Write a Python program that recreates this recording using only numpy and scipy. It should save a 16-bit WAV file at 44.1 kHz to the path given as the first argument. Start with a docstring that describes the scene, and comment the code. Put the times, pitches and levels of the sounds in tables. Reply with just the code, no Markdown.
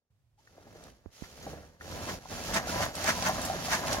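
"""A home-built electric wheelchair drives in short spurts over gritty concrete, close to a hand-held phone.
First small cooling fans whirr. Near 0.4 s the geared motors start to growl, hum and hiss, and loose gears
knock the steel frame. Just after 1 s a hand bumps the phone twice. From about 2 s the spurts grow louder
and the gears whine. In the last 1.5 s the growl fades, the knobbly tyres scrub hardest, grit snaps under
them, and slipping rubber and gears squeak."""
import sys
import numpy as np
from scipy import signal
from scipy.fft import rfft, irfft
from scipy.io import wavfile
from scipy.ndimage import uniform_filter1d

SR = 44100
rng = np.random.default_rng(int(sys.argv[2]) if len(sys.argv) > 2 else 0)


def store_wav(level_fs):
    """Save 16-bit WAV to argv[1]."""
    pcm = np.round(np.clip(np.atleast_2d(level_fs), -1, 1) * 32767)
    wavfile.write(sys.argv[1], SR, pcm.T.astype(np.int16))


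N = 176400
TIME = np.arange(N) / SR
TOP_HZ = 16000  # the highest pitch the phone keeps


def undb(db):
    """Turn decibels into a number to multiply by."""
    return 10 ** (np.asarray(db) / 20)


def unit(x):
    """Scale a signal to an average strength (rms) of 1."""
    return x / np.sqrt(np.mean(x ** 2))


def curve(table, column):
    """Join a table's points in time with straight lines."""
    rows = np.array(table)
    return np.interp(TIME, rows[:, 0], rows[:, column])


def response(points, size):
    """Turn (f/Hz, level/dB) points into a gain for every frequency."""
    hz, db = np.array(points).T
    bins_hz = np.maximum(np.fft.rfftfreq(size, 1 / SR), 1)
    return undb(np.interp(np.log(bins_hz), np.log(hz), db))


def colour(x, points):
    """Give a sound the tone colour in a table, at strength 1."""
    size = 4096
    cepstrum = irfft(np.log(response(points, size)))
    cepstrum[1:size // 2] *= 2  # folded so that the filter rings after a click, never before
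    cepstrum[size // 2 + 1:] = 0
    ring = irfft(np.exp(rfft(cepstrum)))
    return unit(signal.fftconvolve(x, ring)[:len(x)])


def band(x, hz, octaves):
    """Keep only the pitches around hz, with a peak of 1."""
    edges = np.minimum(hz * 2 ** (octaves * np.array([-.5, .5])), TOP_HZ)
    y = signal.sosfilt(signal.butter(2, edges, "band", fs=SR, output="sos"), x)
    return y / np.abs(y).max()


def wander(per_s):
    """A smooth random drift, about 1 in size."""
    hold = int(SR / per_s)
    steps = np.repeat(rng.standard_normal(N // hold + 1), hold)
    return unit(uniform_filter1d(uniform_filter1d(steps, hold), hold)[:N])


def uneven(spread_db):
    """A random size for every sample."""
    return undb(spread_db * np.clip(rng.standard_normal(N), -2, 2))


def clicks(per_s, spread_db):
    """Tiny hits at random times, some bigger than others."""
    return uneven(spread_db) * (rng.random(N) < per_s / SR) * rng.choice([-1, 1], N)


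def add(out, x, start_s):
    """Mix a sound in at a given time."""
    i = int(start_s * SR)
    out[..., i:i + x.shape[-1]] += x[..., :N - i]


def pan(db):
    """Left and right gains; below 0 dB the right is louder."""
    return undb(np.array([[db], [-db]]) / 2) / np.sqrt((undb(db) + undb(-db)) / 2)


def housing(x, amount=.5, decay_s=.009):
    """The motor cases and the frame add a short ring to a sound."""
    t = TIME[:SR // 15]
    tail = rng.standard_normal(len(t)) * np.exp(-t / decay_s)
    ring = signal.fftconvolve(x, tail / np.linalg.norm(tail))[:N]
    return (x + amount * ring) / np.hypot(1, amount)


# Tone colour of the fans: f/Hz, level/dB
FAN_COLOUR = [(25, -14), (115, 1), (200, -22), (15000, -43.5)]


def fans():
    """Cooling fans make a soft, low whirr that comes in at 0.1 s."""
    fade_in = undb(curve([(.085, -134), (.105, -73.5)], column=1))
    return fade_in * colour(rng.standard_normal(N), FAN_COLOUR)


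# Bumps on the phone: t/s, level/dB, push time/s, boom against the push/dB
PHONE_BUMPS = [(1.0602, -27.5, 0.00045, -6), (1.2231, -23.5, 0.00065, -13.5)]


def phone_bumps(boom_hz=88.5, boom_s=.01):
    """A finger pushes the case near the right microphone; it springs back and booms."""
    out = np.zeros(N)
    for at, db, push_s, boom_db in PHONE_BUMPS:
        push = np.exp(-np.abs(TIME - at) / push_s)
        spring_back = .5 * np.exp(-((TIME - at - np.e * push_s) / (2 * push_s)) ** 2)
        after = np.maximum(TIME - at, 0)
        boom = undb(boom_db) * np.sin(2 * np.pi * boom_hz * after) * np.exp(-after / boom_s)
        out += undb(db) * (push - spring_back + boom)
    muffle = signal.butter(2, 2000, fs=SR, output="sos")
    return signal.sosfilt(muffle, out) * pan(-24)


# Grains breaking: t/s, level/dB, middle f/Hz, fade time/s
GRIT_SNAPS = [(.839, -37, 5500, .002), (2.541, -22, 5200, .012), (2.853, -28, 9000, .004),
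              (2.953, -28, 6000, .006), (3.042, -21, 5500, .004), (3.224, -22, 3400, .004),
              (3.288, -24, 10000, .003), (3.415, -27, 6000, .009), (3.45, -25, 7200, .016),
              (3.929, -19, 5600, .005)]


def grit_snaps():
    """Single grains crack under the tyres, small ones higher; some crumble for a moment."""
    out, t = np.zeros((2, N)), TIME[:SR // 10]
    for at, db, hz, decay_s in GRIT_SNAPS:
        burst = rng.standard_normal((2, len(t))) * np.exp(-t / decay_s)
        add(out, undb(db) * pan(-3) * band(burst, hz, octaves=1.5), at)
    return out


# Squeaks and groans: t/s, length/s, level/dB, first f/Hz, last f/Hz
SLIP_SQUEAKS = [(.378, .028, -63, 820, 900), (2.68, .032, -36, 1390, 1440), (3.522, .062, -36, 950, 60)]


def squeaks():
    """Rubber and gears stick and slip, making short, shaky tones that slide in pitch."""
    out = np.zeros(N)
    for at, length_s, db, first_hz, last_hz in SLIP_SQUEAKS:
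        progress = np.linspace(0, 1, int(length_s * SR))
        shake = 1 + .03 * wander(400)[:len(progress)]
        hz = (first_hz + (last_hz - first_hz) * progress) * shake
        swell = np.sqrt(np.abs(np.sin(np.pi * progress)))
        add(out, undb(db) * swell * np.sin(2 * np.pi * np.cumsum(hz) / SR), at)
    return out


# Notes the steel frame rings at: f/Hz, level/dB, time to fade by 60 dB/s
FRAME_NOTES = [(360, 1, .041), (639, -4, .05), (770, 0, .07), (1040, -8, .034), (1426, -7, .11),
               (1844, 5, .04)]
# Knocks on the frame: t/s, level/dB, f/Hz
FRAME_KNOCKS = [(.473, -51, 1570), (.579, -48.5, 580), (.669, -47, 570), (.756, -43.5, 500),
                (1.467, -33.5, 590), (1.532, -42, 470), (1.81, -37.5, 1470), (2.256, -38, 870),
                (2.67, -31, 610), (2.804, -26.5, 690), (3.043, -27.5, 686), (3.224, -33.5, 850),
                (3.293, -19.5, 760), (3.498, -25, 750), (3.682, -30, 726), (3.855, -33, 592)]


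def frame_knocks(boost_db=4, ring_cycles=28, reach_octaves=.7):
    """Loose gears hit the frame; the struck part rings, and so do frame notes near its pitch."""
    out, t = np.zeros(N), TIME[:SR // 10]
    for at, db, knock_hz in FRAME_KNOCKS:
        ring = np.zeros(len(t))
        for hz, note_db, fade_s in FRAME_NOTES:
            nearness = np.exp(-(np.log2(hz / knock_hz) / reach_octaves) ** 2)
            sign = rng.choice([-1, 1])
            detuned_hz = hz * (1 + .013 * rng.standard_normal())
            ring += sign * nearness * undb(note_db - 60 * t / fade_s) * np.sin(2 * np.pi * detuned_hz * t)
        crack = band(rng.standard_normal(len(t)) * np.exp(-t / .004), knock_hz, octaves=1)
        part = np.sin(2 * np.pi * knock_hz * t) * undb(-60 * t * knock_hz / ring_cycles)
        knock = .7 * part + ring / np.abs(ring).max() + .6 * crack
        add(out, undb(db + boost_db) * knock / np.abs(knock).max(), at)
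    return out


# Tone colour of tyres on grit: f/Hz, level/dB
TYRE_COLOUR = [(60, -28), (180, -5.5), (480, -16.5), (700, -6.5), (1250, -6), (1700, -1.5), (2250, -10.5),
               (3500, -17), (6400, -13.5), (7900, -24), (16000, -31)]
# Tyre scrubs: loudest t/s, level/dB, rise time/s
TYRE_SCRUBS = [(1.239, -53.5, .0043), (2.098, -40, 0.012), (2.565, -28, .017), (2.828, -33, 0.016),
               (3.089, -25, 0.026), (3.27, -28.5, 0.017), (3.737, -26.5, 0.022)]


def tyres(fall_s=.022):
    """The knobbly tyres scrub the concrete; each scrub is a swell of crunching grit."""
    swells = np.zeros(N)
    for at, db, rise_s in TYRE_SCRUBS:
        width_s = np.where(TIME < at, rise_s, fall_s)
        swells += undb(db) * np.exp(1 - np.hypot(1, 1.42 * (TIME - at) / width_s))
    flicker = undb(1.36 * wander(130))
    grit = housing(clicks(per_s=2400, spread_db=3.5))
    return swells * flicker * colour(grit, TYRE_COLOUR)


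# Motor speed and gear whine: t/s, shaft turns per second/Hz, whine level/dB
SPEED_AND_WHINE = [(.37, 40, -115), (1.88, 86, -74), (1.92, 90, -50), (2.12, 96, -53), (2.23, 76, -78),
                   (2.42, 92, -55), (2.69, 86, -58), (2.735, 89, -39), (2.84, 94, -42), (2.93, 82, -68),
                   (3.17, 90, -44), (3.3, 96.5, -42), (3.55, 86, -64), (3.8, 90, -46), (3.92, 96, -42)]


def shaft_angle(wobble=.005):
    """How far the motor shaft has turned, in radians; its speed wobbles a little."""
    turns_per_s = curve(SPEED_AND_WHINE, column=1) * (1 + wobble * wander(30))
    return 2 * np.pi * np.cumsum(turns_per_s) / SR


def gear_whine(angle, teeth=11):
    """Gear teeth meet so fast that they sing, roughly, louder and softer as the load shifts."""
    roughness = .6 * (wander(170) + 1j * wander(170))  # shakes both loudness and timing
    tone = np.imag((1 + roughness) * np.exp(1j * teeth * angle))
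    return undb(curve(SPEED_AND_WHINE, column=2)) * tone


def shaft_hum(angle, multiples=(1, 2, 6), levels_db=(-9, -10, -15)):
    """The spinning shaft hums in wavering tones at multiples of its turning rate."""
    return sum(undb(db + 3.55 * wander(10)) * np.sin(multiple * angle + .5 * wander(18))
               for multiple, db in zip(multiples, levels_db))


# Tone colour of the motor brushes: f/Hz, level/dB
BRUSH_COLOUR = [(900, 0.5), (2850, 0), (3600, -1.5), (5400, 2.5), (7000, -1), (7900, -11), (10800, -6.5),
                (16000, -18)]


def brush_hiss(angle, throb=.18):
    """The brushes (sliding contacts in the motor) hiss, swelling once a turn."""
    rubbing = rng.standard_normal(N) + .68 * unit(clicks(per_s=1500, spread_db=4.7))
    pulse = 1 + throb * np.sin(angle + wander(25.11))
    flicker = undb(1.5 + 1.62 * wander(45))
    return flicker * colour(housing(rubbing * pulse), BRUSH_COLOUR)


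# Tone colours of the gears' rattle, growl and deep rumble: f/Hz, level/dB
RATTLE_COLOUR = [(100, -9), (190, 0), (470, -12), (620, 6.5), (760, 5), (900, -4), (1270, -7.5),
                 (1600, -3.5), (2400, -14), (9000, -42)]
GROWL_COLOUR = [(100, -12), (540, 10.5), (900, -21.5), (2000, -25)]
RUMBLE_COLOUR = [(22, -31), (40, 2.5), (170, 0.5), (270, -4), (1500, -41.5)]


def gear_rattle(clacks_per_s=38, growl_until_s=2.6):
    """Gear teeth chatter and clack over a rumble, growling lower while the chair gets going."""
    flicker = undb(.87 * wander(60))
    chatter = flicker * colour(housing(clicks(per_s=600, spread_db=3)), RATTLE_COLOUR)
    clack_count = np.cumsum(clacks_per_s * np.exp(.35 * wander(40))) / SR
    hits = np.diff(np.floor(clack_count), prepend=0) * uneven(3.2)  # one hit at each whole count
    clack = undb(-9) * colour(hits, RATTLE_COLOUR)
    early = 1 / (1 + np.exp((TIME - growl_until_s) / .19))  # slides from 1 down to 0
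    grinding = unit(hits) + unit(clicks(per_s=500, spread_db=1.4))
    growl = undb(-7.5) * early * colour(grinding, GROWL_COLOUR)
    rumble = undb(-5.5) * colour(rng.standard_normal(N), RUMBLE_COLOUR)
    return (1 - .5 * early) * (chatter + clack) + growl + rumble


# How hard the motors work: t/s, rattle and hum level/dB, hiss level/dB
MOTOR_EFFORT = [(.36, -92, -104), (.39, -77.5, -74.5), (.6, -58, -70), (.88, -53.5, -62.5),
                (.98, -68.5, -75.5), (1.1, -66, -80.5), (1.13, -73, -61), (1.5, -44, -56), (1.79, -66, -77),
                (1.815, -51.5, -58.5), (1.92, -42.5, -48.5), (2.14, -40.5, -48), (2.205, -56, -61.5),
                (2.275, -57.5, -60), (2.315, -42, -48), (2.44, -43.5, -43.5), (2.56, -35.5, -42.5),
                (2.615, -41, -52.5), (2.65, -41.5, -52), (2.7, -38.5, -42), (2.84, -35, -41.5),
                (2.93, -50, -55), (2.97, -43.5, -42.5), (3.3, -39, -42.5), (3.6, -41.5, -46),
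                (3.72, -45, -39), (3.82, -41, -46.5), (3.93, -34.5, -37.5), (4.0, -40.5, -47.5)]


def motors():
    """The geared motors run in spurts. Gives their tones, and two separate rows of their noise."""
    angle = shaft_angle()
    effort = undb(curve(MOTOR_EFFORT, column=1))
    hiss_gain = undb(curve(MOTOR_EFFORT, column=2))
    noise = np.array([effort * gear_rattle() + hiss_gain * brush_hiss(angle) for _ in range(2)])
    return effort * shaft_hum(angle) + gear_whine(angle), noise


# Sound bounced off the ground, against direct sound: f/Hz, level/dB (capped at 0 below)
GROUND_SCATTER = [(60, -10), (400, -10), (1200, -8.5), (5000, 8.5)]
# How much louder the left side is than the right: f/Hz, level/dB
LEFT_OVER_RIGHT = [(40, -4.5), (1200, 1.5), (5500, -4.5), (14000, 0)]


def microphones(direct, scattered, right_delay_s=.00016):
    """Sound reaches the left microphone first; what the ground scatters differs on each side."""
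    size = N + SR // 2
    side = np.array([[1], [-1]])  # left, right
    share = np.minimum(response(GROUND_SCATTER, size), 1)
    both = (rfft(direct, size) + side * share * rfft(scattered, size)) / np.hypot(1, share)
    delay = np.exp(-2j * np.pi * np.fft.rfftfreq(size, 1 / SR) * np.array([[0], [right_delay_s]]))
    balance = response(LEFT_OVER_RIGHT, size) ** (side / 2)
    return irfft(both * delay * balance, size)[:, :N]


def scene():
    """The chair as it reaches the phone, plus snapping grit and the bumps of the hand."""
    motor_tones, motor_noise = motors()
    direct, scattered = (undb(2) * (fans() + tyres() + noise) for noise in motor_noise)
    direct += squeaks() + frame_knocks() + motor_tones
    return microphones(direct, scattered) + grit_snaps() + phone_bumps()


def record(dry):
    """The phone cuts the deepest rumble and the highest hiss."""
    low_cut = signal.butter(4, 32, "high", fs=SR, output="sos")
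    high_cut = signal.ellip(10, .2, 70, TOP_HZ, fs=SR, output="sos")
    return signal.sosfilt(high_cut, signal.sosfilt(low_cut, dry))


dry = scene()
out = record(dry)
store_wav(out)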